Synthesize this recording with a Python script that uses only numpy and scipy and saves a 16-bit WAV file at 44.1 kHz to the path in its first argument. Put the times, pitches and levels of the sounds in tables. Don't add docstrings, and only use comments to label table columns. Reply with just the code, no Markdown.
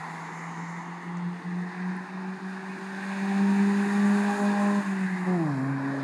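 import sys
import numpy as np
from scipy import signal
from scipy.fft import rfft, irfft, next_fast_len
from scipy.io import wavfile
from scipy.ndimage import map_coordinates

SR = 44100
rng = np.random.default_rng(int(sys.argv[2]) if len(sys.argv) > 2 else 0)


def file_out(sig):
    cols = np.atleast_2d(sig).T
    lim = np.clip(cols, -1, 1)
    pcm = np.round(lim * 32767).astype(np.int16)
    wavfile.write(sys.argv[1], SR, pcm)


N = 265923


# [t/s, f/Hz]
FIRING_RATE = [(0, 163.9), (.45, 166.5), (1, 173.7), (1.6, 178), (2.1, 186.5), (2.7, 190.4), (3.1, 194.7),
               (3.6, 199.1), (4, 202.3), (4.3, 203.5), (4.78, 202.7), (4.9, 194.5), (5.22, 181.3),
               (5.28, 183.9), (5.34, 180.5), (5.5, 143.8), (5.58, 130.1), (5.66, 135.5), (5.73, 137.4),
               (5.81, 135.4), (5.89, 138), (6.03, 136)]
# [t/s, level/dB]
BOOM_LEVEL = [(0, -40), (.6, -38), (.95, -40), (1.06, -30), (1.16, -34), (1.28, -29), (1.35, -32.5),
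              (1.47, -25.5), (1.52, -31.5), (1.56, -31), (1.62, -31), (1.77, -29.5), (1.82, -32.5),
              (1.87, -27.5), (1.96, -33), (2.13, -34), (2.25, -35.5), (2.35, -29.5), (2.43, -31),
              (2.5, -34.5), (2.95, -38.5), (3.3, -26), (3.63, -21), (4.05, -20.5), (4.2, -23.5), (4.3, -21),
              (4.36, -22.5), (4.44, -24), (4.5, -23), (4.7, -24), (4.92, -27.5), (5.14, -26.5), (5.22, -30),
              (5.28, -23), (5.33, -23.5), (5.38, -22), (5.47, -30), (5.7, -30.5), (5.85, -35), (6.03, -36)]
# [t/s, levels of harmonics 2, 3, 4, 5 /dB]
OVERTONE_LEVELS = [(0, -60, -65, -57, -57), (.8, -53.5, -62, -67, -61), (1.15, -53.5, -59, -67, -68),
                   (1.6, -49, -63, -59.5, -62), (2.2, -50, -58, -59.5, -63), (2.8, -47.5, -58.5, -64, -61),
                   (3.05, -49.5, -52, -52, -61), (3.25, -42.5, -47, -44, -45), (3.38, -42, -50, -41.5, -56),
                   (3.5, -34.5, -48, -40, -61), (3.7, -37, -53, -42.5, -41),
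                   (4.15, -37.5, -43.5, -41.5, -51), (4.3, -36.5, -43, -32, -48),
                   (4.45, -37, -36, -35, -43), (4.62, -39, -34.5, -34, -40.5), (4.8, -36.5, -39, -40, -42),
                   (5.15, -34, -47, -56, -60), (5.245, -34, -55, -55, -58), (5.27, -29, -36.5, -42.5, -58),
                   (5.35, -32, -33, -41.5, -43), (5.42, -31, -49, -42, -42), (5.52, -32.5, -51, -41, -50),
                   (5.6, -30.5, -49, -52, -45), (5.8, -33, -46, -54, -53), (5.9, -31, -47, -50, -47),
                   (6.03, -33, -47, -57, -53)]
OVERTONE_WAVER_DB = 1.3, 2.0, 2.3, 2.2
# [t/s, level/dB, above 0 read as 0]
BOOM_FADES = [(.45, -3), (.72, 3), (.83, -3), (1.005, -13), (1.43, -25), (1.73, -19), (2.07, -15),
              (2.39, -31), (2.62, -7), (2.8, -17), (2.88, -1), (2.99, 0), (3.88, -7), (4.38, -11),
              (4.57, -3.5), (4.72, 8), (4.84, -13), (4.99, -1.5), (5.09, -5), (5.18, -7), (5.25, -8),
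              (5.4, -6.5), (5.6, -5), (5.86, -3), (5.97, -5), (6.1, 0)]
# [t/s, level/dB]
SECOND_FADES = [(.72, -7), (1.0, -2), (1.42, -7), (1.75, -3), (1.92, -5), (2.07, -6), (2.5, -0.5),
                (3.11, -3), (3.55, -6), (4.0, -3), (4.35, 10), (4.58, -6.5), (4.83, -11), (5.13, -6),
                (5.25, -7), (5.62, 0), (5.8, 1), (5.97, -3), (6.1, -7)]
THIRD_FADES = [(3.0, -3), (3.3, -1), (3.56, -13), (3.69, -15), (3.87, -17), (4.0, 1), (4.35, -3.5),
               (4.51, -6), (4.84, -2), (5.43, -14), (5.64, 1), (5.79, -8), (6.1, 0)]
FOURTH_FADES = [(3.0, 0), (3.24, -3), (3.51, -8), (3.65, -11), (3.76, -8), (3.9, -19), (4.02, -11),
                (4.11, -16), (4.23, -13), (4.36, -6), (4.53, -7), (4.62, 1), (4.84, -8), (5.24, 0),
                (5.56, -6), (5.8, -5), (5.96, -6)]
FIFTH_FADE_SHARE = 0.28
# [f/Hz, level/dB]
GROUND_DIP = [(250, 1), (400, 0.5), (480, -3.5), (545, -5.5), (600, -3), (690, 2.5), (800, -1.5),
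              (900, -4.5), (1050, -3)]
SHUT_AT_S, BITE_S, SHUTTING_S, OPENING_S, LIFT_DB = 4.83, 5.258, 0.024, 0.02, -9
# [f/Hz, level/dB]
RASP_SPECTRUM = [(230, -5), (310, -2.5), (420, -9), (520, -12.5), (700, -9), (900, -1), (1150, -2.5),
                 (1350, -10.5), (1650, -7.5), (1900, -5.5), (2150, -35), (2450, -8), (2900, -40)]
RASP_DB, RASP_REF_DB, RASP_FOLLOWS = -43, -45, 0.44
# [delay/s, level/dB]
ROADSIDE_ECHOES = [(.09, -19), (.17, -18)]
# [delay/s, level/dB]
FAR_WALL_SLAPS = [(.12, -11.5), (0.229, -21)]
SLAP_S, SLAP_END_S, SLAP_RISE_S, SLAP_FALL_S = 5.4, 5.62, 0.065, 0.14
# [start t/s, end t/s, start f/Hz, end f/Hz, rms level at mid-swell/dB]
WHINE_LINES = [(1.219, 1.95, 436, 460, -58), (2.806, 3.26, 1533, 1565, -48),
               (3.399, 3.621, 940, 941, -44.5), (3.801, 4.196, 1150, 1170, -45.5),
               (3.996, 4.849, 1616, 1614, -47), (4.193, 4.79, 1670, 1675, -49),
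               (4.039, 4.293, 1570, 1580, -49), (4.503, 4.89, 1056, 1046, -42.5)]

# [f/Hz, level/dB per Hz]
RUMBLE_SPECTRUM = [(25, -61), (50, -53), (80, -19), (120, -8), (170, 11.5), (250, 4), (350, 5.5), (430, -3),
                   (520, -12.5), (700, -15)]
RUMBLE_DB, RUMBLE_REF_DB, RUMBLE_FOLLOWS = -48.5, -30, 0.19
SURGE_S, SURGE_DB, SURGE_RISE_S, SURGE_FALL_S = 5.37, 7, 0.93, 0.065
# [f/Hz, level/dB per Hz]
BURBLE_SPECTRUM = [(330, -30), (400, -1), (500, -1), (600, 1), (700, -10), (850, -32)]
BURBLE_S, BURBLE_RISE_S, BURBLE_DB = 5.5, 0.16, -49

# [t/s, f of second hump/Hz, levels of humps 1, 2, 3 /dB, of low hiss/dB, of high hiss/dB]
ROAD_LEVELS = [(0, 1885, -40.5, -45.5, -57, -58, -61.5), (.4, 1940, -43, -45.5, -62.5, -61.5, -63.5),
               (.9, 1910, -42.5, -46.5, -63, -62.5, -67.5), (1.5, 1824, -48, -50, -61, -61, -66.5),
               (1.75, 1778, -45, -44, -57, -60.5, -65.5), (2.2, 1671, -46, -47.5, -56, -61, -67),
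               (2.8, 1655, -47, -45, -54, -58.5, -62.5), (3.1, 1707, -43.5, -41.5, -48.5, -53.5, -57.5),
               (3.5, 1727, -44.5, -41.5, -47.5, -52.5, -54.5), (3.9, 1721, -42.5, -38.5, -49, -52, -53),
               (4.3, 1688, -40.5, -39, -50, -50, -50.5), (4.7, 1697, -42.5, -40, -51, -52, -53),
               (4.9, 1703, -43.5, -41, -50.5, -56.5, -56.5), (5.05, 1750, -44, -39, -52.5, -56.5, -58.5),
               (5.25, 1862, -39.5, -40.5, -53.5, -58, -60), (5.5, 1776, -46, -49.5, -56, -59, -62.5),
               (5.7, 1619, -42.5, -42, -52, -60.5, -64), (6.03, 1704, -45, -43, -54, -56.5, -63)]
# [t/s, f of first hump/Hz, of third hump/Hz, of low hiss/Hz, of high hiss/Hz]
COLOUR_SLIDES = [(0, 923, 2400, 3900, 7100), (.6, 951.3, 2800, 4100, 6800), (1.2, 957, 2600, 3760, 6540),
                 (1.8, 929, 2350, 4130, 6640), (2.5, 889.6, 2370, 4020, 6700),
                 (3.2, 903.6, 2360, 3940, 6700), (4, 888, 2440, 4030, 6940), (4.8, 880.7, 2450, 4000, 6850),
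                 (5.3, 927.5, 2450, 4150, 7050), (5.601, 908, 2270, 4350, 7300),
                 (6.03, 899, 2270, 3940, 6600)]
SLIDE_REST_HZ = 900, 2400, 4000, 6800
HUMP_REST_HZ = 1720
# [f/Hz, level/dB per Hz]
FIRST_HUMP = [(380, -12), (440, -13), (530, -27), (600, -11), (670, -6), (800, 2.5), (1000, 1), (1200, -5),
              (1400, -11.5), (1700, -31.5)]
SECOND_HUMP = [(1100, -28), (1350, -8), (1550, 0.5), (1750, 3), (1950, -1), (2150, -11.5), (2500, -31.5)]
THIRD_HUMP = [(1900, -51), (2150, -3), (2500, -1.5), (2750, -7.5), (3100, -23), (3600, -37)]
HUMP_FLICKER_DB = [0.45, 0.5, 0.96]
# [f/Hz, level/dB per Hz]
LOW_HISS = [(2700, -8), (3000, -2), (3250, -5.5), (3600, 2), (4000, 0), (4800, -2), (5400, -6), (6000, -12)]
HIGH_HISS = [(5000, -40), (5800, -10), (6500, -0.5), (7200, -3.5), (7900, -7.5), (9500, -5), (10300, -14.5),
             (12000, -22), (13300, -21.5), (14500, -25), (15700, -21), (16500, -47)]

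# [f/Hz, level/dB per Hz]
LEAVING_HISS = [(4800, -28), (5300, -2.5), (5700, -7), (6400, 3), (7400, 0), (8000, -18), (9000, -21),
                (10500, -15), (11500, -28)]
LEAVING_S, LEAVING_HOLD_S, LEAVING_DB, LEAVING_RISE_S = 0.24, 0.48, -59.5, 0.07
LEAVING_BEFORE_DB, LEAVING_FADE_DB_PER_S, LEAVING_FLICKER_DB = -5, -37, 0.6
# [f/Hz, level/dB]
LEAVING_ROAR = [(260, -30), (340, -3), (450, -0.5), (530, -6), (600, -25), (1100, -24), (1300, -5),
                (1500, 0), (1700, -25)]
LEAVING_ROAR_DB, LEAVING_ROAR_DB_PER_S = -50, -8.5

# [t/s, level before rise and decay/dB, f/Hz, t60/s]
CLOSE_TICKS = [(1.1688, -47, 8000, .004), (1.1715, -38, 6700, .005), (1.182, -41, 5910, .004),
               (1.9673, -34, 10000, 0.0022)]
TICK_RISE_S = 0.0004
CUTOFF_HZ = 15750


def exhaust(cycles):
    lift_db = LIFT_DB * pulse(SHUT_AT_S, BITE_S, SHUTTING_S, OPENING_S)
    overtones_db = in_time(OVERTONE_LEVELS) + lift_db
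    swells = beating(BOOM_FADES)
    boom = swells * from_db(in_time(BOOM_LEVEL)[0]) * partial(cycles, 1, waver_db=0.98, wander=0.033)
    tones = overtones(cycles, overtones_db, swells)
    slap_gate = pulse(SLAP_S, SLAP_END_S, SLAP_RISE_S, SLAP_FALL_S)
    slaps = slap_gate * walls(boom, FAR_WALL_SLAPS)
    buzz = rasp(cycles, overtones_db)
    return boom + tones + slaps + buzz + walls(buzz)


def overtones(cycles, levels_db, swells):
    fades = [beating(SECOND_FADES), beating(THIRD_FADES), beating(FOURTH_FADES), swells ** FIFTH_FADE_SHARE]
    seen_hz = in_time(FIRING_RATE)[0] * HUMP_REST_HZ / in_time(ROAD_LEVELS)[0]
    dip_hz, dip_db = np.transpose(GROUND_DIP)
    out = np.zeros(N)
    for harmonic, db, fade, waver_db in zip(range(2, 6), levels_db, fades, OVERTONE_WAVER_DB):
        through_dip_db = np.interp(harmonic * seen_hz, dip_hz, dip_db)
        gain = from_db(db + through_dip_db + 0.3 * drift(11.0)) * fade
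        out += gain * partial(cycles, harmonic, waver_db, wander=0.076)
    return out


def rasp(cycles, overtones_db):
    multiples = [k / 4 for k in range(5, 50) if k % 4 or k > 20]
    lines = sum(partial(cycles, multiple, waver_db=5.5, wander=0.06) for multiple in multiples)
    swing_db = overtones_db[2:].max(axis=0) - RASP_REF_DB
    return from_db(RASP_DB + RASP_FOLLOWS * swing_db) * rms_one(shape(lines, RASP_SPECTRUM))


def whines():
    out, t = np.zeros(N), np.arange(N) / SR
    for start_s, end_s, start_hz, end_hz, db in WHINE_LINES:
        done = np.clip((t - start_s) / (end_s - start_s), 0, 1)
        hz = start_hz + (end_hz - start_hz) * done
        phase = 2 * np.pi * np.cumsum(hz) / SR + 0.76 * drift(6.3)
        swell = np.sqrt(2 * np.sin(np.pi * done).clip(0))
        out += from_db(db + 2.1 * drift(7.6)) * swell * np.sin(phase)
    return out


def rumble():
    swing_db = in_time(BOOM_LEVEL)[0] - RUMBLE_REF_DB
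    surge_db = SURGE_DB * pulse(SURGE_S, SURGE_S, SURGE_RISE_S, SURGE_FALL_S)
    level_db = RUMBLE_DB + RUMBLE_FOLLOWS * swing_db + surge_db
    return from_db(level_db) * coloured(RUMBLE_SPECTRUM, patchy_db=2.5)


def burble():
    swell = pulse(BURBLE_S, N / SR, BURBLE_RISE_S, 1)
    return from_db(BURBLE_DB) * swell * coloured(BURBLE_SPECTRUM, patchy_db=3.5)


def road(cycles):
    second_hz, *humps_db, low_db, high_db = in_time(ROAD_LEVELS)
    first, third, low, high = (hz / rest for hz, rest in zip(in_time(COLOUR_SLIDES), SLIDE_REST_HZ))
    humps = FIRST_HUMP, SECOND_HUMP, THIRD_HUMP
    slides = first, second_hz / HUMP_REST_HZ, third
    roar = np.zeros(N)
    for hump, db, flicker_db, slide in zip(humps, humps_db, HUMP_FLICKER_DB, slides):
        roar += from_db(db) * coloured(hump, flicker_db, slide)
    low_hiss = from_db(low_db) * coloured(LOW_HISS, 0.47, low)
    high_hiss = from_db(high_db) * coloured(HIGH_HISS, 0.65, high)
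    firing_swell = 1 + 0.053 * np.sin(2 * np.pi * cycles)
    return roar + (low_hiss + high_hiss) * firing_swell


def leaving():
    t = np.arange(N) / SR
    before_db = LEAVING_BEFORE_DB * np.clip((LEAVING_S - t) / LEAVING_RISE_S, 0, 1)
    after_db = LEAVING_FADE_DB_PER_S * np.maximum(t - LEAVING_S - LEAVING_HOLD_S, 0)
    hiss = from_db(LEAVING_DB + before_db + after_db) * coloured(LEAVING_HISS, LEAVING_FLICKER_DB)
    roar_db = LEAVING_ROAR_DB + LEAVING_ROAR_DB_PER_S * t
    return hiss + from_db(roar_db) * coloured(LEAVING_ROAR, patchy_db=2.0)


def ticks():
    out, t = np.zeros(N), np.arange(300) / SR
    for s, db, hz, t60_s in CLOSE_TICKS:
        at = round(s * SR)
        envelope = from_db(db - 60 * t / t60_s) * np.minimum(t / TICK_RISE_S, 1)
        out[at:at + len(t)] += envelope * np.sin(2 * np.pi * hz * t)
    return out


def partial(cycles, multiple, waver_db, wander):
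    start = rng.uniform(0, 2 * np.pi)
    phase = 2 * np.pi * multiple * cycles + wander * multiple * drift(17.3) + start
    return np.sqrt(2) * from_db(waver_db * drift(17.7)) * np.sin(phase)


def beating(fades):
    s, depth_db = np.transpose(fades)
    null_gain = np.minimum(from_db(depth_db), 1)
    turns, null = in_time(np.c_[s, np.arange(len(s)), null_gain])
    echo = (1 - null) / (1 + null)
    return np.abs(1 - echo * np.exp(2j * np.pi * turns)) / (1 + echo)


def walls(x, echoes=ROADSIDE_ECHOES):
    return sum(from_db(db) * np.pad(x, (round(s * SR), 0))[:N] for s, db in echoes)


def coloured(spectrum, patchy_db, stretch=1):
    noise = shape(rng.standard_normal(next_fast_len(2 * N)), spectrum)
    read_at = np.cumsum(stretch * np.ones(N))
    slid = map_coordinates(noise, [read_at], order=3, mode="wrap")
    return rms_one(slid * from_db(patchy_db * (drift(6.9) + drift(10.0))))


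def shape(x, spectrum):
    hz = np.maximum(np.fft.rfftfreq(len(x), 1 / SR), 1)
    point_hz, point_db = np.transpose(spectrum)
    gain_db = np.interp(np.log(hz), np.log(point_hz), point_db, -90, -90)
    return irfft(rfft(x) * from_db(gain_db), len(x))


def drift(rate_hz):
    step = 40
    pole = np.exp(-2 * np.pi * rate_hz * step / SR)
    noise = rng.standard_normal(N // step + 2002)
    slow = signal.lfilter([1], [1, -2 * pole, pole * pole], noise)[2000:]
    return np.interp(np.arange(N) / step, np.arange(len(slow)), rms_one(slow))


def pulse(start_s, end_s, rise_s, fall_s):
    corners_s = [start_s - rise_s, start_s, end_s, end_s + fall_s]
    return np.interp(np.arange(N) / SR, corners_s, [0, 1, 1, 0])


def in_time(rows):
    s, *columns = np.transpose(rows)
    return [np.interp(np.arange(N) / SR, s, column) for column in columns]


def rms_one(x):
    return x / np.sqrt(np.mean(x ** 2) + 1e-20)


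def from_db(db):
    return 10 ** (np.asarray(db) / 20)


def scene():
    cycles = np.cumsum(in_time(FIRING_RATE)[0]) / SR
    lines = whines()
    engine = exhaust(cycles) + lines + walls(lines) + rumble() + burble()
    return (engine + road(cycles) + leaving() + ticks())[None]


def record(dry):
    thin = signal.sosfilt(signal.butter(2, 60, "high", fs=SR, output="sos"), dry)
    return signal.sosfilt(signal.cheby2(22, 60, CUTOFF_HZ, fs=SR, output="sos"), thin)


dry = scene()
out = record(dry)
file_out(out)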